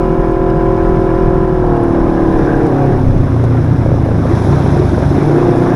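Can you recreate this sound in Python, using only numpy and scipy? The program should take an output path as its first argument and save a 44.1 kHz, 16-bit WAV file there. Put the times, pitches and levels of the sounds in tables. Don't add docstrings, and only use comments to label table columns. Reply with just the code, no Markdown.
import sys
import numpy as np
from scipy import signal
from scipy.io import wavfile
from scipy.ndimage import uniform_filter1d

SR = 44100
rng = np.random.default_rng(int(sys.argv[2]) if len(sys.argv) > 2 else 0)


def output_pcm(signal):
    pcm = np.clip(np.atleast_2d(signal).T, -1, 1) * 32767
    wavfile.write(sys.argv[1], SR, np.round(pcm).astype(np.int16))


def convert_level_to_amplitude(level_db):
    exponent = np.asarray(level_db, float) / 20
    return 10 ** exponent


N = 253575


def evened(x):
    return x / np.sqrt(np.mean(x ** 2) + 1e-20)


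def read(points, hz):
    f, value = np.transpose(points)
    return np.interp(np.log(hz + 1), np.log(f + 1), value)


def curve(rows):
    s, value = np.transpose(rows)
    return np.interp(np.arange(N) / SR, s, value)


def drift(hz, count):
    steps = rng.standard_normal((count, 1200))
    smooth = signal.filtfilt(*signal.butter(2, hz / 100), steps)
    at = np.arange(N) / SR * 200
    return [np.interp(at, np.arange(1200), evened(row)) for row in smooth]


def noise(spectrum, size, patchy_db, flicker_db):
    frames, hz = 4 * N // size + 5, np.fft.rfftfreq(size, 1 / SR)
    a, b, patches = rng.standard_normal((frames, len(hz), 3)).T
    patches = uniform_filter1d(patches, size=6, axis=0)
    patches = evened(uniform_filter1d(patches, size=8, axis=1))
    flicker = evened(uniform_filter1d(rng.standard_normal(frames), size=3))
    level_db = read(spectrum, hz)[:, None] + patchy_db * patches + flicker_db * flicker
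    z = (a + 1j * b) * convert_level_to_amplitude(level_db)
    return evened(signal.istft(z, nperseg=size, noverlap=3 * size // 4)[1][:N])


def ring(hz, t60):
    t, rise_s = np.arange(3000) / SR, .0007
    return np.minimum(t / rise_s, 1) * convert_level_to_amplitude(-60 * t / t60) * np.sin(2 * np.pi * hz * t)


# time in seconds, firing cycles per second.
SPEED = [(0, 41.45), (.72, 41.58), (1.4, 41.45), (1.56, 40.75), (1.7, 39.2), (1.924, 37.52), (2.138, 36.63),
         (2.6, 35.77), (2.772, 34.37), (2.948, 33.6), (3.2, 30.3), (3.55, 28.7), (4.5, 25.85),
         (5.11, 22.45), (5.3, 28.2), (5.42, 29.35), (5.62, 29.35), (5.75, 30.2)]


def engine_speed():
    return curve(SPEED)


# time in seconds, opening from 0 (shut) to 1 (open).
THROTTLE = [
    (0, 1.),
    (2.6, 1.),
    (2.92, .75),
    (3.05, .08),
    (5.09, .03),
    (5.16, .9),
    (5.3, 1.),
    (5.75, 1.),
]


def throttle_opening():
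    return curve(THROTTLE)


# pitch in Hz, width in Hz, level in dB.
PIPE = [(111.4, 26, 9.5), (274.3, 19.6, 13.5), (355.4, 64, 9), (460, 5.1, 8.5), (544, 21, 12), (706, 58, 8),
        (1000, 4.3, -6), (1363, 29, 8)]


def pipe(hz):
    return 1 + sum(convert_level_to_amplitude(db) / (1 + 2j * (hz - f) / width) for f, width, db in PIPE)


# time in seconds, level in dB.
EFFORT = [(0, -9), (1.3, -9), (1.42, -9.5), (1.56, -10.5), (1.68, -8), (2.0, -9), (2.6, -10), (3.0, -8.5),
          (3.15, -12), (4.4, -12.5), (4.8, -11), (5.12, -9.5), (5.2, -13.5), (5.35, -8.5), (5.55, -8),
          (5.75, -9.5)]
# multiple of firing cycle, level in dB.
PULLING = [(1, -6.5), (2, -23), (3, -22), (4, 2.5), (5, -12), (6, -9), (7, -21), (8, -6.5), (9, 1.5),
           (10, -6.5), (11, -1), (12, 7), (13, -7), (14, -11.5), (15, -35), (16, -6), (17, -5), (18, -25.5),
           (19, -31.5), (20, -29), (21, -20), (22, -24), (23, -28.5), (24, -6), (25, -31), (26, -16),
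           (27, -21.5), (28, -12.5), (29, -14.5), (30, -28.5), (31, -33), (32, -22), (33, -26), (34, -15.5)]
FADING = [(1, -8), (2, -27), (3, -16), (4, 6), (5, -21), (6, -26.5), (7, -6), (8, 2.5), (9, 1.5), (10, -4),
          (11, 0.5), (12, -5.5), (13, -11), (14, -7), (15, -17), (16, -4), (17, -21), (18, -14.5),
          (19, -19), (20, -24), (21, -3), (22, -11.5), (23, -15), (24, -13), (25, -13), (26, -18.5),
          (27, -23), (28, -28), (29, -17), (30, -31), (31, -27), (32, -28), (33, -16), (34, -26.5)]
EASING = [(1, -4.5), (2, -19), (3, -10), (4, -17), (5, -8), (6, -31), (7, -7.5), (8, 0), (9, 3.5), (10, -2),
          (11, -4.5), (12, -15.5), (13, -3), (14, -25), (15, -9), (16, -12.5), (17, -32), (18, -17),
          (19, -35), (20, -7.5), (21, -16.5), (22, -14), (23, -12), (24, -39), (25, -29.5), (26, -24),
          (27, -16.5), (28, -10.5), (29, -25), (30, -39), (31, -22.5), (32, -25), (33, -36), (34, -23.5)]
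SETTLING = [(1, -19), (2, -8), (3, -14.5), (4, -10), (5, -1.5), (6, -12), (7, -1), (8, -3), (9, 5),
            (10, -1.5), (11, -18), (12, -19), (13, -14.5), (14, -12.5), (15, -11.5), (16, -12), (17, -35),
            (18, -11.5), (19, -12), (20, -11.5), (21, -25), (22, -10), (23, -16), (24, -19), (25, -28.5),
            (26, -15.5), (27, -12.5), (28, -15.5), (29, -25.5), (30, -19), (31, -29), (32, -18.5),
            (33, -39), (34, -22)]
LIFTING = [(1, -2.5), (2, -10), (3, -5.5), (4, -6.5), (5, -12), (6, -15), (7, -2.5), (8, -3), (9, 3),
           (10, -17), (11, -21.5), (12, -5.5), (13, -9), (14, -11.5), (15, -29), (16, -25.5), (17, -13.5),
           (18, -3.5), (19, -29), (20, -23), (21, -11.5), (22, -14), (23, -15.5), (24, -19.5), (25, -14.5),
           (26, -23), (27, -19), (28, -16.5), (29, -32.5), (30, -24.5), (31, -35), (32, -28), (33, -24),
           (34, -30)]
CRUISING = [(1, 1), (2, -14.5), (3, -13), (4, -5.5), (5, -8.5), (6, -9.5), (7, -14.5), (8, 2), (9, 3.5),
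            (10, -7.5), (11, -47), (12, -11), (13, -5.5), (14, -30), (15, -16.5), (16, -46.5), (17, -6),
            (18, -18), (19, -18), (20, -20.5), (21, -16), (22, -35), (23, -30.5), (24, -10), (25, -14.5),
            (26, -32.5), (27, -22.5), (28, -29.5), (29, -41), (30, -46), (31, -22), (32, -39.5), (33, -22),
            (34, -26)]
# multiple of firing cycle, level in dB.
COASTING = [(1, -12), (2, -7), (3, -4), (4, -7), (5, -13.5), (6, -16), (7, -21), (8, -12.5), (9, -15),
            (10, -18.5), (11, -22), (12, -17.5), (13, -23), (14, -23), (16, -21), (17, -24), (20, -32),
            (34, -37)]


def engine(turns):
    hz, throttle = engine_speed(), throttle_opening()
    speeds = np.array([29.3, 34.1, 36.1, 37.1, 38.8, 41.5])
    patterns = np.array([PULLING, FADING, EASING, SETTLING, LIFTING, CRUISING])
    trims_db = [[-3.0, 0.0036, 0.006, 0, 0.0019, 0.0052]]
    patterns_db = patterns[:, :, 1].T + trims_db
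    swing = np.exp(2j * np.pi * np.interp(hz, [29.3, 34.1], [0, -.18]))
    shut_cutoff_hz, shut_lag_turns = 55.5, .19
    out = np.zeros(N)
    for k, (db, wobble) in enumerate(zip(patterns_db, drift(9.5, count=len(CRUISING))), 1):
        source_db = db - 20 * np.log10(abs(pipe(k * speeds)))
        loaded = convert_level_to_amplitude(np.interp(hz, speeds, source_db)) * swing
        shut = convert_level_to_amplitude(read(COASTING, k) + 2.0) / (1 + (shut_cutoff_hz / (k * hz)) ** 4)
        shut = shut * np.exp(-2j * np.pi * k * shut_lag_turns)
        wobble_db = (-0.11 + 1.17 * (2 - throttle)) * min(k / 6, 1) * wobble
        size = (throttle * loaded + (1 - throttle) * shut) * convert_level_to_amplitude(wobble_db)
        lag = 2 * np.pi * k * (turns - .34 - max((k + 1) // 4 - 2, 0) / 3)
        out -= (size * pipe(k * hz) * np.exp(1j * lag)).real
    return convert_level_to_amplitude(curve(EFFORT) - 7.5) * out


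# time in seconds, level in dB above packed track.
GRAVEL = [(0, 0.2), (.45, -2.3), (1.0, 2), (1.5, -0.4), (2.45, 5.5), (3.15, 4), (3.6, 4.5), (3.9, 4),
          (4.2, 5.5), (4.35, 11.5), (5.5, 9.5), (5.75, 9)]


def looseness_db():
    return curve(GRAVEL)


# pitch in Hz, level in dB.
HISS = [(1500, -1.5), (2400, -17), (3000, -12), (3400, 0.5), (3900, -2), (4500, -9.5), (5350, -2),
        (6450, -9.5), (7000, -14.5), (7450, -17), (8000, -15), (8500, -18.5), (9200, -17.5), (10200, -9),
        (10700, -14), (11300, -24.5), (12500, -22.5), (14000, -31), (16000, -34.5)]


def gravel_hiss():
    grains_per_s = 310
    grit = convert_level_to_amplitude(1.4 * np.minimum(rng.exponential(1, N), 4)) * (rng.random(N) < grains_per_s / SR)
    puffs = uniform_filter1d(signal.lfilter([1], [1, -.97], grit), size=24)
    hiss = (1 + 0.025 * puffs) * noise(HISS, size=256, patchy_db=1.0, flicker_db=.8)
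    return convert_level_to_amplitude(-50 + looseness_db()) * evened(hiss)


def firing_throb(turns):
    throb = 1 + 0.087 * np.cos(2 * np.pi * turns) + 0.13 * np.cos(8 * np.pi * turns)
    lump = 4 * np.cos(np.pi * (turns - 0.65)) ** 8 - 1
    return throb + 0.066 * (1 - throttle_opening()) * lump


# pitch in Hz, level in dB.
ROAR = [(80, -20), (150, -11.5), (270, -12.5), (370, -3.5), (450, -15.5), (600, -12.5), (1050, -19),
        (1200, -22), (1550, -24.5), (1760, -27.5), (1900, -31.5), (2300, -34), (3000, -45.5), (5000, -85.5)]


def body_roar(turns):
    roar_db = -23.5 + 0.64 * looseness_db() - 1.5 * (1 - throttle_opening())
    return convert_level_to_amplitude(roar_db) * firing_throb(turns) * noise(ROAR, size=1024, patchy_db=1.5, flicker_db=1.0)


# pitch in Hz, level in dB per Hz.
RUMBLE = [(50, -19), (90, -4), (150, 1), (220, -8), (300, -25.5)]
RUMBLE_END = [(600, -80), (1500, -140)]


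def body_rumble(turns):
    low = noise(RUMBLE + RUMBLE_END, size=2048, patchy_db=-0.5, flicker_db=2.8)
    return convert_level_to_amplitude(-21) * firing_throb(turns) * low


# time in seconds, lift in dB, length in seconds.
GUSTS = [
    (0.382, 3, 0.083),
    (0.866, 7, 0.093),
    (1.3, 8, 0.074),
    (1.895, 1.5, 0.33),
    (2.292, 7.5, 0.45),
    (3.144, 14, 0.2),
    (3.83, 11, 0.083),
    (4.11, 4.5, 0.22),
]
# pitch in Hz, level in dB per Hz.
THUMP = [(15, -3), (27, 2.5), (40, 4), (60, -6.5), (110, -4.5), (150, -6), (220, -9), (400, -24),
         (800, -60), (1500, -130)]


def wind():
    t = np.arange(N) / SR
    gusts_db = sum(db * np.exp(-((t - s) / length) ** 2) for s, db, length in GUSTS)
    level_db = -24 + 0.23 * (engine_speed() - 41.5) + gusts_db
    return convert_level_to_amplitude(level_db) * noise(THUMP, size=4096, patchy_db=0.5, flicker_db=2.5)


def panel_buzz(turns):
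    pitch_hz, width_hz = 1637, 223
    near = np.exp(-((engine_speed() - 36.0) / .22) ** 2) + convert_level_to_amplitude(-1.5) * throttle_opening()
    band = signal.butter(2, [pitch_hz - width_hz / 2, pitch_hz + width_hz / 2], "band", fs=SR)
    chopped = rng.standard_normal(N) * np.exp(-(turns % 1) / 1.6)
    return convert_level_to_amplitude(-38) * near * evened(signal.lfilter(*band, chopped))


# multiple of firing cycle, level in dB.
WHINE = [(54, -50), (59, -57.5), (68, -60.5), (154, -70)]


def gear_whine(turns):
    wobbles = drift(17, count=len(WHINE))
    whine = sum(convert_level_to_amplitude(db + 3.6 * w) * np.sin(2 * np.pi * k * turns) for (k, db), w in zip(WHINE, wobbles))
    return convert_level_to_amplitude(9 * (engine_speed() - 41.5)) * whine


# pitch in Hz, level in dB per Hz.
CLATTER = [(2200, -15), (2800, 3), (3500, -3.5), (4400, -12), (5050, -2), (5800, -23.5), (6400, -14.5),
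           (7000, -18), (10500, -15), (16000, -37)]


def valve_clatter(turns):
    clatter = noise(CLATTER, size=512, patchy_db=-0.5, flicker_db=2.5)
    level_db = -52 + 0.3 * (engine_speed() - 41.5)
    return convert_level_to_amplitude(level_db) * (1 + 0.16 * np.cos(2 * np.pi * turns)) * clatter


# start in seconds, peak in dB, pitch in Hz, time to fall 60 dB in seconds.
STONES = [
    (1.836, -46, 11000, .006),
    (2.665, -43, 6500, .035),
    (2.666, -51, 9500, .03),
    (3.238, -44, 6000, .01),
    (3.439, -39, 6000, .028),
    (.318, -46, 8000, .015),
    (2.372, -49, 9000, .015),
    (.033, -46, 6000, .012),
    (4.062, -50, 12500, .006),
]
# start in seconds, peak in dB, pitch in Hz, time to fall 60 dB in seconds.
PING = (1.8357, -37, 10300, .018)


def stones():
    out, t = np.zeros(N + 3000), np.arange(3000) / SR
    for s, db, hz, t60 in STONES:
        band = signal.butter(2, [hz * 0.55, min(hz * 1.4, 2e4)], "band", fs=SR)
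        puff = evened(signal.lfilter(*band, rng.standard_normal(len(t))))
        out[round(s * SR):][:len(t)] += convert_level_to_amplitude(db - 60 * t / t60) * puff
    s, db, hz, t60 = PING
    out[round(s * SR):][:len(t)] += convert_level_to_amplitude(db) * ring(hz, t60)
    return out[:N]


# time in seconds, firing cycles per second.
AHEAD_SPEED = [(1.2, 29), (2.0, 27.5), (2.6, 27), (3.13, 28), (3.55, 29.5), (4.2, 33.52), (4.62, 35.0),
               (5.0, 35.65), (5.75, 37.2)]
# time in seconds, level in dB.
AHEAD_LEVEL = [(1.2, -35), (2.6, -29.5), (2.8, -25.5), (2.95, -33), (3.1, -27.5), (3.4, -24), (3.7, -20.5),
               (3.9, -22), (4.2, -23.5), (4.4, -27), (4.62, -22), (5.0, -26.5), (5.2, -25), (5.5, -28),
               (5.75, -23.5)]
# multiple of firing cycle, level in dB.
AHEAD_TONES = [(1, -17), (2, -26), (3, -15), (4, 2.5), (5, 0), (6, -20.5), (9, -14.5), (10, -6.5)]


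def vehicle_ahead():
    hz, level_db = curve(AHEAD_SPEED), curve(AHEAD_LEVEL)
    turns = np.cumsum(hz) / SR - .61
    boom_hz, boom_width_hz = 141.1, 12
    out = np.zeros(N)
    for (k, db), wobble in zip(AHEAD_TONES, drift(6, count=len(AHEAD_TONES))):
        boom = 1 + convert_level_to_amplitude(0.5) / (1 + (2 * (k * hz - boom_hz) / boom_width_hz) ** 2)
        out += convert_level_to_amplitude(db + level_db + 2.2 * wobble) * boom * np.cos(2 * np.pi * k * turns)
    return np.sqrt(2) * out


# start in seconds, peak in dB, pitch in Hz.
RATTLES = [(1.619, -23, 1530), (1.8352, -24.5, 1390), (1.948, -27, 1370), (2.177, -24, 1640),
           (2.2634, -27, 1710), (2.3191, -29, 1670), (2.4214, -31, 1580), (2.4728, -23, 1500),
           (2.4903, -19, 1580), (2.5416, -17.5, 1586), (2.6035, -22, 1445), (2.665, -30, 1600),
           (2.7187, -29, 1560), (2.7831, -25, 1490), (3.001, -29, 1570), (4.49, -35, 1360),
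           (4.9453, -19.5, 1520)]


def panel_rattles():
    out = np.zeros(N + 3000)
    for s, db, hz in RATTLES:
        out[round(s * SR):][:3000] += convert_level_to_amplitude(db) * ring(hz, .054)
    return out[:N]


# start in seconds, peak in dB, pitch in Hz.
KNOCKS = [(1.639, -5, 716), (1.949, -5, 600), (1.982, -7, 483), (2.059, -8.5, 506), (2.192, -9, 584),
          (2.721, -5, 544), (2.858, -12, 541), (3.229, -9.5, 633), (3.362, -11.5, 705), (3.437, -7, 662),
          (3.507, -7, 458), (3.639, -12, 555), (3.829, -17.5, 517), (3.859, -1.5, 523), (3.888, -7, 527),
          (3.915, -2, 477), (3.939, -9, 546), (3.971, -12, 476), (3.982, -10, 764), (4.059, -4, 510),
          (4.086, -4.5, 560), (4.112, -4, 460), (4.252, -2.5, 538), (4.28, -15, 533), (4.338, -17, 565),
          (4.416, -9, 730), (4.446, -6, 557), (4.47, -3, 450), (4.527, -9, 730), (4.6, -6.5, 520),
          (4.659, -4, 454), (4.685, -19, 716), (4.766, -3.5, 452), (4.817, -3.5, 452), (4.904, -24, 690),
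          (4.924, -15, 452), (4.978, 0, 470), (5.022, -4, 560), (5.102, -9.5, 760), (5.166, -3, 453),
          (5.442, -11, 549), (5.55, 1, 450), (5.618, -10, 705)]


def knocks():
    out, late_s = np.zeros(N + 3000), .0021
    for s, db, hz in KNOCKS:
        out[round((s + late_s) * SR):][:3000] -= convert_level_to_amplitude(db) * ring(hz, .02)
    return out[:N]


# centre in seconds, peak in dB, pitch in Hz.
CHUFFS = [
    (4.800, -0.5, 344),
    (4.852, -20, 328),
    (4.934, -4.5, 304),
    (5.117, -6.5, 350),
    (5.150, -7, 296),
    (5.187, -2, 312),
    (5.228, -7.5, 331),
    (5.300, -4.5, 347),
    (5.372, -6, 348),
    (5.444, -21, 350),
]


def chuffs():
    out, t = np.zeros(N + 2000), (np.arange(2000) - 1000) / SR
    for s, db, hz in CHUFFS:
        burst = np.cos(2 * np.pi * hz * t) * np.exp(-(t / 0.0041) ** 2)
        out[round(s * SR) - 1000:][:len(t)] -= convert_level_to_amplitude(db) * burst
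    return out[:N]


def scene():
    turns = np.cumsum(engine_speed()) / SR + 0.002 * drift(9, count=1)[0]
    out = engine(turns) + gravel_hiss() + body_roar(turns) + body_rumble(turns) + wind()
    out += panel_buzz(turns) + gear_whine(turns) + valve_clatter(turns)
    out += stones() + vehicle_ahead() + panel_rattles() + knocks() + chuffs()
    return out[None]


def band_limit(x):
    return signal.sosfilt(signal.butter(12, 15700, fs=SR, output="sos"), x)


def record(dry):
    knee, top = .7, .985
    over = np.maximum(abs(dry) - knee, 0)
    rounded = (top - knee) * np.tanh(over / (top - knee))
    held = dry - np.sign(dry) * (over - rounded)
    return band_limit(held)


dry = scene()
out = record(dry)
output_pcm(out)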